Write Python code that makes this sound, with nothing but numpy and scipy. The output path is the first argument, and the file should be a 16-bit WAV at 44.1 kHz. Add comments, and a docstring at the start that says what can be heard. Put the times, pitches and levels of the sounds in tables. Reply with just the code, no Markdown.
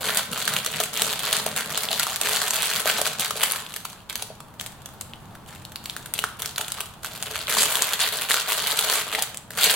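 """Crisp paper crackle and bright rustle, close by: two hands roll and tuck parchment around food on a board.
Creases buckle in single snaps, each a short ring and a broad crack, and in swarms of tiny shivers over hiss.
The flexing sheet adds a soft low flutter, and a low hum with a few wavering tones lies underneath.
Hollow resonances, a counter bounce and diffuse kitchen echoes surround the paper.
Slow gain control eases the loud passages, so levels below are those ahead of it."""
import sys
import numpy as np
from scipy import signal
from scipy.fft import rfft, irfft, next_fast_len
from scipy.io import wavfile

SR = 44100
rng = np.random.default_rng(int(sys.argv[2]) if len(sys.argv) > 2 else 0)


def generate_wav(sig):
    """Save sig (samples, or channels by samples) to the path in sys.argv[1] as 16-bit PCM at SR."""
    pcm = np.round(np.clip(np.atleast_2d(sig).T, -1, 1) * 32767).astype(np.int16)
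    wavfile.write(sys.argv[1], SR, pcm)


N = 429975

# Colour of a single crack. Each row: frequency in Hz, relative density in dB per Hz.
CRACK_COLOUR = [(150, -38.5), (400, -10.5), (1400, -1.5), (2050, -5.5), (3400, 2.5), (5300, -4), (7800, 0),
                (12000, -2), (16000, -6.5)]
# How alike close sounds reach the two microphone ports. Each row: frequency in Hz, correlation.
NEAR_LIKENESS = [(100, 0.96), (1000, 1), (2500, 0.89), (5000, 0.36), (9000, 0.37), (16000, 0.04)]
# How alike the room reaches the two microphone ports. Each row: frequency in Hz, correlation.
ROOM_LIKENESS = [(30, 0.96), (150, 0.77), (500, 0.76), (1200, 0.68), (2500, 0.29), (5000, 0), (16000, 0.68)]


def handwork(attack_s=0.012, release_db_per_s=205, resting_db=-63, grip_db=0.95, grip_per_s=18):
    """Effort of the fingers as a level in dB: each push sets in, swells or eases, and dies away."""
    # Pushes that roll, press and tuck the sheet. 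Each row: start in seconds, length in seconds,
    # mid-push effort in dB, swell from start to end in dB.
    strokes = [(0.0, 0.18, -23.5, 5), (0.309, .27, -26.5, 7), (0.637, 0.045, -24.5, 2),
               (0.713, 0.1, -25.5, 4.5), (0.925, 0.18, -23.5, 2.5), (1.191, 0.19, -23.5, 5.5),
               (1.455, 0.031, -24, -8), (1.551, 0.03, -23, 2), (1.636, 0.2, -27, 5.5),
               (1.89, 0.33, -27.5, -11), (2.208, 0.27, -23.5, 2.5), (2.526, 0.28, -23, -0.5),
               (2.859, .042, -17.5, -1.5), (2.945, 0.038, -24.5, 2.5), (3.044, 0.019, -19, -3),
               (3.179, 0.07, -24.5, 3.5), (3.352, 0.11, -23.5, 1), (3.492, 0.096, -26.5, -11),
               (3.666, 0.28, -43.5, -3), (4.09, 0.11, -36.5, -2), (4.584, 0.085, -42, -11),
               (4.767, 0.3, -59, 5), (5.47, .125, -46.5, -12), (5.82, .28, -50, 3), (6.137, 0.1, -37.5, 0),
               (6.385, .095, -37.5, -4), (6.567, 0.039, -31, -8), (6.648, 0.15, -43, 18.5),
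               (7.018, 0.4, -36.5, 4.5), (7.471, .155, -22, 10.5), (7.65, 0.29, -22.5, -1),
               (7.987, 0.084, -18.5, -2), (8.112, 0.12, -23.5, -2), (8.289, 0.13, -19, -10.5),
               (8.465, 0.25, -21.5, 4), (8.759, 0.21, -17, 2.5), (9.045, 0.14, -29, 11),
               (9.51, 0.083, -37, 4), (9.556, 0.097, -19, 14), (9.683, 0.042, -14, -3)]
    t = np.arange(N) / SR
    # between pushes the fingers only rest on the paper
    power = np.full(N, amp(resting_db) ** 2)
    for start, length, level_db, swell_db in strokes:
        first = max(round(start * SR), 0)
        age = t[:min(SR, N - first)]
        onset = np.minimum(age / attack_s, 1)
        held_db = level_db + swell_db * (np.minimum(age / length, 1) - .5)
        released_db = release_db_per_s * np.maximum(age - length, 0)
        power[first:first + len(age)] += (onset * amp(held_db - released_db)) ** 2
    # the grip tightens and slips within a push
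    return 10 * np.log10(power) + grip_db * wander(grip_per_s)


def snaps(rows, ring_cycles=1.4, crack_s=0.0013, port_lag_s=.00004, ring_trim_db=-2.0, size=768):
    """Each snap is a few cycles of the facet that flipped and a broad crack; returns both."""
    span = np.sqrt(.005 * SR)  # row levels are rms over 5 ms
    t = np.arange(size) / SR
    rings, cracks = np.zeros((2, N)), np.zeros((2, N))
    for s, hz, ring_db, crack_db in rows:
        place, length = rng.standard_normal(2)
        # a facet off centre reaches one port a little before the other
        lag_s = np.array([[-.5], [.5]]) * place * port_lag_s
        envelope = np.exp(-t * hz / ring_cycles) * (1 - np.exp(-2 * t * hz))
        ring = np.sin(2 * np.pi * hz * (t + lag_s)) * envelope
        add(rings, s, amp(ring_db) * span * evened(ring) / np.sqrt(size))
        add(cracks, s, amp(crack_db) * span * burst(crack_s * np.exp(0.27 * length)))
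        # a crease runs in jerks: smaller slips come just before and after the main one
        for slip_s in rng.uniform([-.002, .001], [0, .006]):
            add(cracks, s + slip_s, amp(crack_db - 7.0) * span * burst(crack_s / 2))
    return amp(ring_trim_db) * rings, colour(cracks, CRACK_COLOUR)


def small_snaps(level_db, typical_db=-24, follow=0.74, spread_db=3, ring_db=-3, detune=.18, count=110):
    """Further creases give way at random, louder under harder work; returns rows for snaps()."""
    # Small, medium and large facets between the creases. Each entry: central pitch in Hz.
    facet_pitches = [8100, 3620, 1460]
    rows = []
    for k in range(count):
        when, facet = rng.random(2)
        pitch, ring, crack = np.clip(rng.standard_normal(3), -2, 2)
        at = int((k + when) / count * N)  # one in each equal slice of time
        db = typical_db + follow * (level_db[at] + 25)
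        hz = facet_pitches[int(facet * len(facet_pitches))] * np.exp(detune * pitch)
        rows.append((at / SR, hz, db + ring_db + spread_db * ring, db + spread_db * crack))
    return rows


def rustle(level_db, per_s=480, crowding=.7, spread_db=4.0, tint_db=4.0, patchy_db=2.7, brighten=0.12,
           light_tilt_db=1.0, slide_share=.05, shiver_s=.0004, facet_cycles=2.0, count=9):
    """Swarms of tiny buckles, denser under harder work, over the hiss of paper sliding on paper."""
    # Colour of the crinkling sheet. Each row: frequency in Hz, relative density in dB per Hz.
    sheet_colour = [(100, -36.5), (250, -10.5), (360, -13), (450, -3.5), (700, -3.5), (900, -2),
                    (1550, 1.5), (2050, -2.5), (3200, 0.5), (4400, 0), (5300, -9), (7500, -5), (12000, -7),
                    (16000, -9.5)]
    effort_db = level_db + 25
    # a light touch is somewhat smoother and brighter, with fewer buckles and a little more hiss
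    lightness = np.clip(-(effort_db + 10.0) / 16, 0, 1)
    smooth = np.clip(slide_share + 0.11 * lightness, 0, 1)
    rate = per_s * amp(crowding * np.maximum(effort_db, -9))  # buckles per second
    sizes = evened(amp(spread_db * np.minimum(rng.exponential(1, N), 2.6)))
    struck = rng.random(N) < rate / SR
    buckles = struck * sizes ** 2 * SR / rate  # power, 1 on average
    size = next_fast_len(N)
    shiver = rfft(ports(rng.standard_normal((2, N)), NEAR_LIKENESS), size)
    bins_hz = np.fft.rfftfreq(size, 1 / SR)
    centres = np.geomspace(500, 13000, count)
    sheet = 0
    for hz, share in zip(centres, np.eye(count)):
        # overlapping bands whose powers add up to the whole
        band_power = read(np.c_[centres, share], bins_hz)
        band = irfft(shiver * np.sqrt(band_power), size)[:, :N]
        # every buckle has its own tint, and the lower a facet rings the longer it lasts
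        tint = evened(amp(tint_db * np.clip(rng.standard_normal(N), -2, 2)))
        r = np.exp(-2 / (SR * (shiver_s + facet_cycles / hz)))
        swarm = signal.lfilter([1 - r], [1, -r], buckles * tint ** 2)
        power = (1 - smooth) * swarm + smooth
        # the colour drifts as the sheet changes shape, and brightens under harder work
        tilt_db = brighten * np.maximum(effort_db, -3) + light_tilt_db * lightness  # per octave
        band_db = patchy_db * wander(30) + tilt_db * np.log2(hz / 3000)
        sheet = sheet + band * np.sqrt(power) * amp(band_db)
    return amp(level_db - 2.35) * colour(sheet, sheet_colour)


def ticks(level_db, above_db=23, follow=1.063, spread_db=3.5, tick_s=0.00019, count=260):
    """Single stiff fibres let go with tiny sharp ticks that stand out of the rustle."""
    out = np.zeros((2, N))
    for _ in range(count):
        at = rng.integers(N)
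        size_db = spread_db * min(rng.exponential(1), 2)
        add(out, at / SR, amp(above_db + follow * level_db[at] + size_db) * burst(tick_s, size=128))
    return colour(out, CRACK_COLOUR)


def burst(decay_s, rise_s=.0001, size=512):
    """The sheet shivers for an instant after a crease gives way: decaying noise, unit energy a port."""
    t = np.arange(size) / SR
    noise = ports(rng.standard_normal((2, size)), NEAR_LIKENESS)
    shiver = noise * np.exp(-t / decay_s) * (1 - np.exp(-t / rise_s))
    return evened(shiver) / np.sqrt(size)


def flex():
    """Soft, uneven low flutter: air pushed by the whole sheet as it flexes under the fingers."""
    # Colour of the pushed air. Each row: frequency in Hz, relative density in dB per Hz.
    air_colour = [(30, -39), (85, -13), (150, 1), (215, 1.5), (330, -16), (600, -3), (2000, -95)]
    # How much the whole sheet is bent and pushed about. 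Each row: time in seconds, level in dB.
    bending = [(0, -38.5), (1.2, -40.5), (1.7, -40), (2.0, -43), (2.7, -44.5), (3.0, -41.5), (3.45, -45),
               (3.8, -52), (7.3, -74), (7.6, -39), (8.0, -49.5), (9.4, -48.5), (9.7, -42)]
    air = colour(ports(rng.standard_normal((2, N)), NEAR_LIKENESS), air_colour)
    flutter = evened(air * amp(3.1 * wander(25)))
    return flutter * amp(np.interp(np.arange(N) / SR, *np.transpose(bending)))


def hollow(x, size=12000):
    """Low, decaying resonances around the work top that the crinkling sets ringing."""
    # Hollow modes. Each row: frequency in Hz, gain in dB, 60 dB decay time in seconds.
    modes = [(432, -45, 0.16), (637, -50.5, 0.13), (743, -52, 0.22)]
    t = np.arange(size) / SR
    response = sum(amp(db - 60 * t / t60) * np.cos(2 * np.pi * hz * t) for hz, db, t60 in modes)
    return convolve(x, response)


def kitchen(x, count=5):
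    """Crinkles come from changing spots on the sheet, each with its own echoes."""
    spots = np.array([wander(20) for _ in range(count)])
    spots = spots / np.linalg.norm(spots, axis=0)  # total power stays constant
    return sum(convolve(x * spot, echoes()) for spot in spots)


def echoes(counter_s=.0067, counter_db=-12, build_s=0.00033, size=20000):
    """One early bounce off the counter, and a diffuse noise tail that decays at its own pace per band."""
    # Reverberation time. Each row: frequency in Hz, 60 dB decay time in seconds.
    decay_times = [(200, 0.8), (3500, 0.52), (8000, 0.36), (16000, 0.35)]
    # Reverberation strength. Each row: frequency in Hz, gain in dB.
    strengths = [(200, -13), (1000, -3.5), (8000, -5), (16000, -7.5)]
    noise = ports(rng.standard_normal((2, size)), ROOM_LIKENESS)
    hz, frame_s, z = signal.stft(noise, SR, nperseg=256)
    t60 = read(decay_times, hz)[:, None]
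    unit_energy = np.sqrt(2 * np.log(1000) / (t60 * SR))
    z = z * amp(read(strengths, hz)[:, None] - 60 * frame_s / t60) * unit_energy
    tail = signal.istft(z, SR, nperseg=256)[1][:, :size]
    tail = tail * (1 - np.exp(-np.arange(size) / SR / build_s))
    add(tail, counter_s, amp(counter_db) * burst(0.00042))
    return tail


def hum(air_db=-45, waver_hz=3):
    """Steady ventilation rumble of coloured noise with a few tones that waver in pitch."""
    # Colour of the rumble. Each row: frequency in Hz, relative density in dB per Hz.
    rumble_colour = [(20, -9), (45, -5), (90, 1), (135, 0), (200, -1), (300, -10), (550, -12.5),
                     (850, -6.5), (1550, -15), (2050, -23), (3000, -23.5), (5200, -31.5), (9000, -31),
                     (16000, -34)]
    # Tones within the hum. Each row: frequency in Hz, rms level in dB.
    tone_rows = [(91, -62.5), (116, -58), (139, -59.5), (323, -65.5)]
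    air = evened(colour(ports(rng.standard_normal((2, N)), ROOM_LIKENESS), rumble_colour))
    tones = 0
    for hz, db in tone_rows:
        cycles = np.cumsum(hz + waver_hz * wander(10)) / SR
        tones = tones + amp(db) * np.sin(2 * np.pi * cycles)
    return amp(air_db) * air + np.sqrt(2) * tones


def amp(db):
    """Decibels to gain."""
    return np.exp(np.asarray(db) * (np.log(10) / 20))


def evened(x):
    """Scales to rms 1."""
    return x / np.sqrt(np.mean(x ** 2) + 1e-20)


def wander(per_s):
    """Smooth chance of rms 1: random values, per_s a second, joined by straight lines."""
    steps = np.arange(N) / SR * per_s
    knots = int(steps[-1]) + 2
    return evened(np.interp(steps, np.arange(knots), rng.standard_normal(knots)))


def read(points, hz):
    """Reads a table on a log-frequency axis."""
    f, value = np.transpose(points)
    return np.interp(np.log(hz + 1), np.log(f + 1), value)


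def add(mix, s, sound):
    """Mixes a stereo sound in at time s, in place."""
    part = mix[:, max(round(s * SR), 0):][:, :sound.shape[1]]
    part += sound[:, :part.shape[1]]


def convolve(x, response):
    """Passes each channel through an impulse response."""
    return signal.oaconvolve(x, np.atleast_2d(response), axes=1)[:, :x.shape[1]]


def colour(x, points, size=2048):
    """Causal filter of unit energy with the given spectrum, so that attacks stay sharp."""
    log_gain = np.log(amp(read(points, abs(np.fft.fftfreq(size, 1 / SR)))))
    # the Hilbert transform of the log gain gives the minimum phase
    spectrum = np.exp(np.conj(signal.hilbert(log_gain)))
    response = np.fft.ifft(spectrum).real[:size // 2]
    return convolve(x, response / np.linalg.norm(response))


def ports(pair, likeness):
    """Blends two unrelated signals into left and right with the given correlation per frequency."""
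    size = next_fast_len(pair.shape[1])
    c = np.clip(read(likeness, np.fft.rfftfreq(size, 1 / SR)), -1, 1)
    mid, side = rfft(pair, size) * np.sqrt([(1 + c) / 2, (1 - c) / 2])
    return irfft(np.array([mid + side, mid - side]), size)[:, :pair.shape[1]]


def scene(ring_room_db=-4, crack_room_db=-0.2, left_db=0.1):
    """The paper, a little to the left, in the humming kitchen."""
    # Snaps of creases, and a few low knocks of fingers or food on the board, that stand out from the rustle
    # around them, loud or faint. Each row: time in seconds, # pitch in Hz (of the buckling facet, or of the
    # knock), its ring in dB ahead of the ring trim, # its crack in dB ahead of the crack colour.
    main_snaps = [(0.0893, 3300, -18, -30), (0.173, 10000, -12, -13.5), (0.3766, 1170, -25.5, -24),
                  (0.4782, 1576, -14, -14), (0.5654, 3060, -14, -18.5), (0.6623, 8000, -16, -19),
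                  (0.8015, 675, -19, -15.5), (0.8371, 2830, -23, -17.5), (1.0198, 3760, -17, -11.5),
                  (1.193, 2600, -41, -21), (1.3286, 3130, -14.5, -14), (1.464, 656, -17.5, -17),
                  (1.563, 3690, -35, -17.5), (1.776, 1340, -21, -15.5), (1.8876, 3380, -17, -33),
                  (1.997, 4540, -13.5, -14), (2.0318, 3620, -23, -14), (2.0682, 1170, -18, -21),
                  (2.1604, 3800, -24, -18), (2.2139, 8900, -16, -15), (2.2935, 3030, -22, -18),
                  (2.5075, 7200, -12, -15.5), (2.558, 1390, -36, -18), (2.8572, 617, -16, -19),
                  (2.9917, 720, -20, -25), (3.0153, 590, -19.5, -13), (3.1967, 7900, -22, -16),
                  (3.2072, 3130, -19, -17.5), (3.3084, 1270, -21, -17), (3.4357, 2440, -16, -10.5),
                  (3.521, 10700, -13, -24), (3.665, 3300, -26.5, -37), (3.74, 2790, -29, -27),
                  (3.7633, 1720, -27.5, -21.5), (3.8527, 1250, -24, -23.5), (4.0983, 3680, -32, -27),
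                  (4.1558, 4350, -24, -20.5), (4.2238, 774, -30.5, -22), (4.3028, 604, -31, -78),
                  (4.4044, 1160, -35.5, -37), (4.5985, 3260, -26, -37), (4.6112, 3660, -32, -27),
                  (4.6625, 3800, -35, -30), (4.859, 7160, -32.5, -34), (5.0118, 8300, -26.5, -31),
                  (5.1354, 3070, -33, -50), (5.3533, 1560, -40, -45), (5.6513, 4100, -35.5, -39),
                  (5.7205, 1610, -47, -40), (5.759, 4240, -30, -32.5), (5.8578, 4500, -34, -30),
                  (5.8981, 3700, -24, -34.5), (5.9653, 1540, -28, -31.5), (6.0598, 1410, -37, -33.5),
                  (6.1384, 11100, -20, -25), (6.19, 2970, -18, -23), (6.24, 1370, -14, -24),
                  (6.421, 10600, -23, -24), (6.4592, 4930, -25, -24.5), (6.5608, 4070, -27, -32),
                  (6.5812, 1380, -38, -20), (6.612, 2930, -30, -22), (6.6465, 3800, -30, -40),
                  (6.6824, 3650, -30, -29), (6.7202, 8470, -21.5, -25), (6.8063, 2700, -24.5, -22),
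                  (7.0466, 1440, -24.5, -26.5), (7.2263, 7400, -27, -23), (7.4706, 3520, -24, -37),
                  (7.57, 1040, -17, -24), (7.755, 3420, -12, -13), (7.822, 7300, -8, -12.5),
                  (7.9341, 3470, -15.5, -14.5), (8.014, 3730, -12, -28), (8.2881, 2940, -23, -25),
                  (8.3089, 1770, -10.5, -18), (8.3424, 1370, -13, -13), (8.521, 2840, -10.5, -14.5),
                  (8.6719, 4230, -16, -17), (8.7907, 3570, -13, -12), (9.1498, 2100, -14, -25),
                  (9.1859, 850, -19.5, -30), (9.2238, 9500, -13, -14), (9.3456, 2820, -30, -29),
                  (9.3727, 8000, -22, -30), (9.5067, 1610, -28, -29.5)]
    level_db = handwork()
    rings, cracks = snaps(main_snaps + small_snaps(level_db))
    swarm = rustle(level_db) + ticks(level_db)
    paper = rings + cracks + swarm
    # flat facets beam their ring up at the microphones, cracks scatter all round the room
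    scattered = amp(ring_room_db) * rings + amp(crack_room_db) * cracks + swarm
    heard = paper + hollow(paper) + kitchen(scattered + hollow(scattered))
    return heard * amp([[left_db], [-left_db]]) + flex() + hum()


def record(dry, threshold_db=-36, squeeze=0.32, settle_s=0.32, edge_hz=16050):
    """Slow gain control (squeeze in dB per dB over), full-scale clipping and a low-pass band limit."""
    r = np.exp(-1 / (settle_s * SR))
    # the level follower starts already raised
    power = signal.lfilter([1 - r], [1, -r], (dry ** 2).mean(0), zi=[.004])[0]
    over_db = np.maximum(10 * np.log10(power + 1e-12) - threshold_db, 0)
    out = np.clip(dry * amp(-squeeze * over_db), -1, 1)
    low_pass = signal.firwin(401, edge_hz, window=("kaiser", 8), fs=SR)
    return signal.oaconvolve(out, low_pass[None], "same")


dry = scene()
out = record(dry)
generate_wav(out)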